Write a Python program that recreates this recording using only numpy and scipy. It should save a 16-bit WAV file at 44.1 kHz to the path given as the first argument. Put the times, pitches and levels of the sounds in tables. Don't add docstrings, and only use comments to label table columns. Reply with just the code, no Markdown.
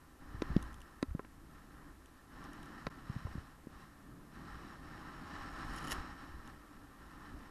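import sys
import numpy as np
from scipy import signal
from scipy.fft import rfft, irfft
from scipy.io import wavfile
from scipy.ndimage import uniform_filter1d

SR = 44100
rng = np.random.default_rng(int(sys.argv[2]) if len(sys.argv) > 2 else 0)


def dump_mix(stems):
    frames = np.atleast_2d(stems).T
    limited = np.clip(frames, -1, 1)
    pcm = np.round(limited * 32767).astype(np.int16)
    wavfile.write(sys.argv[1], SR, pcm)


N = 330750

# start in seconds, hold in seconds, level at the end of the hold in dB,
# build-up over the hold in dB, release in seconds, treble bite in dB relative to the scrape.
EDGE_SKIDS = [(0.155, 0.38, -52.8, 11, 0.24, -15.5), (1.457, 0.18, -65, 2, 0.14, -11.5),
              (1.69, 0.21, -64, -1, 0.031, -27), (2.265, 0.2, -53.5, 10, 0.072, -14.5),
              (2.488, 0.5, -58.5, -2.5, 0.084, -13.5), (3.016, 0.38, -58.5, -1, 0.1, -10.5),
              (3.67, 0.17, -60, 2.5, 0.064, -12), (4.296, 0.41, -55.5, 2.5, 0.15, -12.5),
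              (4.791, 0.47, -53.5, 3, 0.19, -13.5), (5.25, 0.18, -51.5, 1.5, 0.33, -12),
              (5.524, 0.41, -46.5, 5.5, 0.16, -13), (6.155, 0.15, -60, -6.5, 0.36, -13),
              (6.418, 0.084, -58.5, -1, 0.056, -13), (6.95, 0.493, -59, 5, 0.1, -14.5)]
def scrape():
    attack_s = 0.061
    glide_db, glide_bite_db, glide_db_per_s = -69.5, -14, 0.8
    t = np.arange(N) / SR
    body_power = undb(glide_db + glide_db_per_s * t) ** 2
    edge_power = body_power * undb(glide_bite_db) ** 2
    for start, hold, db, build_db, release, bite_db in EDGE_SKIDS:
        age = t - start
        held = undb(db + build_db * (np.clip(age / hold, 0, 1) - 1))
        skid = np.clip(age / attack_s, 0, 1) * held * np.exp(-np.maximum(age - hold, 0) / release)
        body_power += skid ** 2
        edge_power += (skid * undb(bite_db)) ** 2
    return np.sqrt(body_power), np.sqrt(edge_power)


# centre in Hz, width in Hz, gain in dB.
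CASE_MIDS = [(812, 63, -1.5), (1057, 128, 0), (1196, 110, -1), (1323, 75, 1.5), (1400, 180, -9),
             (1594, 153, -4.5), (1794, 146, -1)]
CASE_TREBLE = [(2180, 190, 0.5), (2560, 470, 0.5), (2980, 350, 4), (3460, 91, -7), (3977, 370, 2.5),
               (4610, 260, -1.5), (5370, 460, 2), (6800, 700, -8), (8240, 420, -6)]
# frequency in Hz, gain in dB.
SNOW_EQ = [(150, -16.5), (400, -4), (700, 3), (1200, 1.5), (1900, -2), (2300, -11), (4000, -14),
           (7000, -24.5), (14000, -52)]
def skis(effort, bite):
    crunch = grains(rate=7000, spread_db=4.5) * undb(1.02 * walk(35))
    snow = unit(colour(grains(rate=9000, spread_db=2.5), SNOW_EQ))
    body = unit(resonate(crunch, CASE_MIDS)) * undb(-0.5) + snow * undb(-7.5)
    edge = unit(resonate(crunch, CASE_TREBLE))
    return (body * effort + edge * bite) * undb(0.25 * walk(20))


# time in seconds, drone in dB relative to the judder.
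SKI_FLEX = [(0, -12), (1.5, -2.5), (2.1, -11.5), (3.0, -3), (4.2, -2), (4.8, -4), (5.5, -3), (6.2, -7),
            (7.4, -10.5)]
# frequency in Hz, gain in dB.
RUMBLE_EQ = [(60, -6.5), (120, -7), (165, -8.5), (220, -1.5), (290, 2), (340, -3.5), (420, -12.5),
             (700, -21), (1500, -58)]
# middle in seconds, half length in seconds, level in dB.
RUTS = [(1.43, 0.1, -61), (1.866, 0.074, -61), (4.15, 0.15, -56), (4.38, 0.089, -58), (7.228, 0.09, -58)]
def rumble(effort):
    lumps = grains(rate=1500, spread_db=4.5) * undb(0.98 * walk(17))
    judder = unit(colour(lumps, RUMBLE_EQ))
    drone = unit(resonate(grains(rate=1500, spread_db=1.0), [(161, 54, 0)]))
    flex = undb(curve(SKI_FLEX))
    shake = (judder + flex * drone) / np.sqrt(1 + flex ** 2)
    return shake * follow(effort, RUTS, base_db=-56, db_per_db=0.71)


# pitch in Hz, time to fall 60 dB in seconds, level in dB.
SHELL_MODES = [(248, 0.017, -4), (410, 0.036, -8), (556, 0.018, -3), (1037, 0.035, -8), (1343, 0.031, -8.5),
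               (1650, 0.017, -11), (1945, 0.021, -9.5), (2540, 0.013, -11), (3830, 0.018, -15.5),
               (4900, 0.01, -14.5)]
# start in seconds, thud level in dB, thud pitch in Hz, swell in cycles,
# crack level in dB, crack cut-off in Hz, rebound in dB relative to the crack.
HARD_KNOCKS = [(0.4200, -23.5, 316, 0.64, -31.5, 5660, -0.5), (0.564, -13, 186, 0.37, -39.5, 4660, 7.5),
               (1.027, -21, 271, 0.67, -29, 6500, -7), (1.149, -25, 154, 0.36, -42.5, 1000, 2),
               (1.1931, -35.5, 436, 0.55, -30, 1410, 6), (1.247, -47, 260, 0.96, -47, 2200, 6),
               (2.8678, -36.5, 128, .55, -28, 4320, -3), (3.268, -53, 610, 0.39, -37.5, 1500, -12),
               (3.379, -33.5, 72.5, 0.36, -45, 1480, 3)]
# start in seconds, thud level in dB, thud pitch in Hz.
HAND_BUMPS = [(0.344, -35.5, 92), (0.501, -29, 139), (0.509, -31.5, 52), (1.083, -35.5, 57.3),
              (1.108, -32, 55), (3.0972, -28.5, 125), (3.162, -29, 127), (3.25, -29, 88.5),
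              (3.353, -32, 165), (3.67, -34.5, 240)]
def knocks():
    out, t = np.zeros(N), np.arange(SR // 6) / SR
    ring = sum((-1) ** k * undb(db) * np.sin(2 * np.pi * hz * t) * np.exp(-np.log(1000) * t / t60)
               for k, (hz, t60, db) in enumerate(SHELL_MODES))
    soft = [(start, db, hz, 0.43, db - 22, 2400, -9) for start, db, hz in HAND_BUMPS]
    for start, thud_db, hz, cycles, crack_db, cutoff_hz, rebound_db in HARD_KNOCKS + soft:
        age = t * hz / cycles
        swing = (age * np.exp(1 - age)) ** 2
        wobble = undb(-17.5) * (age / 3 * np.exp(1 - age / 3)) ** 2
        thud = -np.sin(2 * np.pi * hz * t) * np.maximum(swing, wobble)
        grit = rng.standard_normal((2, len(t))) * np.exp(-t / 0.00043)
        lowpass = signal.butter(3, cutoff_hz, fs=SR, output="sos")
        touch = signal.sosfilt(lowpass, ring + undb(1.5) * grit[0])
        snap = signal.sosfilt(lowpass, undb(-2.5) * ring * np.exp(-t / 0.00069) + undb(3.5) * grit[1])
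        add(out, start, undb(thud_db) * thud + undb(crack_db) * touch)
        add(out, start + 0.00265, undb(crack_db + rebound_db) * snap)
    return out


# start in seconds, relative level in dB.
CLOTH_TICKS = [(0.626, -42.5), (0.729, -51), (0.742, -48), (0.804, -53), (0.816, -48), (2.058, -50.5),
               (2.44, -50), (2.532, -47.5), (2.6297, -48), (2.6577, -50), (6.475, -47.5), (7.39, -55)]
# frequency in Hz, gain in dB.
TICK_EQ = [(1000, -31), (3000, 13.5), (4300, -4), (6000, 5.5), (9000, 1.5), (11000, 6), (12500, -11),
           (15000, -6)]
def clothing_ticks():
    envelope, t = np.zeros(N), np.arange(SR // 30) / SR
    for start, db in CLOTH_TICKS:
        add(envelope, start, undb(db) * (t / 0.0013) * np.exp(1 - t / 0.0011))
    return envelope * unit(colour(rng.standard_normal(N), TICK_EQ)) * undb(-7)


# peak in seconds, relative level in dB, swell in seconds, fade in seconds.
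CLOTH_STROKES = [(5.786, -52.5, 0.022, 0.0048), (5.9, -59.5, 0.26, 0.055), (5.924, -51, 0.027, 0.013)]
# start in seconds, relative level in dB, decay in seconds.
CLOTH_SLIPS = [(5.842, -47, 0.001), (5.874, -41, .002), (5.8817, -44, 0.0018), (5.909, -38.5, 0.0028),
               (5.914, -42, .001), (5.919, -30.5, 0.0035), (5.9252, -35.5, 0.0025)]
# frequency in Hz, gain in dB.
CLOTH_EQ = [(200, -0.5), (900, 1.5), (1800, 1), (2400, -8.5), (3100, -10), (3600, -12.5), (5400, -3),
            (6700, -10), (7600, -14), (11000, -5.5), (12500, -16), (14500, -21)]
# centre in Hz, width in Hz, gain in dB.
WALL_MODES = [(1750, 140, 11.5), (3000, 220, 12.5), (3840, 140, -1), (5400, 160, 0), (6800, 200, 3)]
def clothing_brush():
    t = np.arange(N) / SR
    pressure = sum(undb(db) * np.exp(np.minimum((t - peak) / swell, (peak - t) / fade))
                   for peak, db, swell, fade in CLOTH_STROKES)
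    friction = pressure * undb(2.0 * walk(300))
    for start, db, decay in CLOTH_SLIPS:
        add(friction, start, undb(db) * np.exp(-t[:SR // 30] / decay))
    rub = friction * rng.standard_normal(N)
    rasp = colour(rub, CLOTH_EQ) * undb(3) + resonate(rub, WALL_MODES)
    thread_eq = [(5000, -20.5), (8000, -1), (11000, 0), (14000, -16)]
    threads = friction * unit(colour(grains(rate=1400, spread_db=14), thread_eq))
    return rasp + threads * undb(-9)


# middle in seconds, half length in seconds, level in dB.
GUSTS = [(0.56, 0.24, -46.5), (1.4, 0.49, -62), (2.872, 0.025, -49), (3.285, 0.065, -49),
         (4.53, 0.044, -52), (5.397, 0.06, -50), (5.69, 0.063, -44.5), (5.965, 0.066, -43.5),
         (6.363, 0.13, -53.5), (7.347, 0.038, -54)]
# frequency in Hz, gain in dB.
WIND_EQ = [(10, -4.5), (26, 1.5), (60, 1), (100, -9), (160, -16.5), (400, -54.5)]
def wind(effort):
    eddies = rng.standard_normal(N) * undb(walk(26))
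    return unit(colour(eddies, WIND_EQ)) * follow(effort, GUSTS, base_db=-58, db_per_db=0.38)


# frequency in Hz, gain in dB.
HISS_EQ = [(100, 14), (1000, 11.5), (2500, 2), (5000, -1.5), (8000, -1), (11000, 0), (13600, -2),
           (14300, -14), (15000, -20)]
def microphone_hiss():
    return unit(colour(rng.standard_normal(N), HISS_EQ)) * undb(-68)


def follow(effort, swells, base_db, db_per_db):
    typical_skid_db = -56.5
    riding = undb(base_db) * (effort / undb(typical_skid_db)) ** db_per_db
    swell_power = sum((undb(db) * bell(middle, half)) ** 2 for middle, half, db in swells)
    return np.sqrt(riding ** 2 + swell_power)


def grains(rate, spread_db):
    hit = rng.random(N) < rate / SR
    return unit(hit * rng.choice([-1, 1], N) * undb(spread_db * np.clip(rng.standard_normal(N), -2, 2)))


def walk(rate):
    k = max(int(SR / rate), 2)
    steps = np.repeat(rng.standard_normal(N // k + 1), k)
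    return unit(uniform_filter1d(uniform_filter1d(steps, k), k)[:N])


def colour(x, points):
    hz, db = np.transpose(points)
    freq = np.maximum(np.fft.rfftfreq(N, 1 / SR), 1)
    gain = undb(np.interp(np.log(freq), np.log(hz), db))
    cepstrum = irfft(np.log(gain), N)
    cepstrum[1:N // 2] *= 2
    cepstrum[N // 2 + 1:] = 0
    return irfft(rfft(x) * np.exp(rfft(cepstrum)), N)


def resonate(x, modes):
    freq = np.fft.rfftfreq(N, 1 / SR)
    power = sum(undb(db) ** 2 / (1 + ((freq - hz) / width) ** 2 * 2) ** 2 for hz, width, db in modes)
    return irfft(rfft(x) * np.sqrt(power), N)


def bell(middle, half):
    return np.exp(-((np.arange(N) / SR - middle) / half) ** 2)


def curve(points):
    times, values = np.transpose(points)
    return np.interp(np.arange(N) / SR, times, values)


def add(track, start, sound):
    i = int(start * SR)
    track[i:i + len(sound)] += sound[:N - i]


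def undb(db):
    return 10 ** (np.asarray(db) / 20)


def unit(x):
    return x / np.sqrt(np.mean(x ** 2))


def scene():
    effort, bite = scrape()
    hiss = microphone_hiss()
    skiing = skis(effort, bite) + rumble(effort) + wind(effort)
    handling = knocks() + clothing_ticks() + clothing_brush()
    return (skiing + handling + hiss)[None]


def record(dry):
    dip_db, top_hz = -21, 14600
    dipped = dry * undb(dip_db * bell(middle=2.8955, half=0.0045))
    return signal.sosfilt(signal.ellip(8, 0.2, 70, top_hz, fs=SR, output="sos"), dipped)


dry = scene()
out = record(dry)
dump_mix(out)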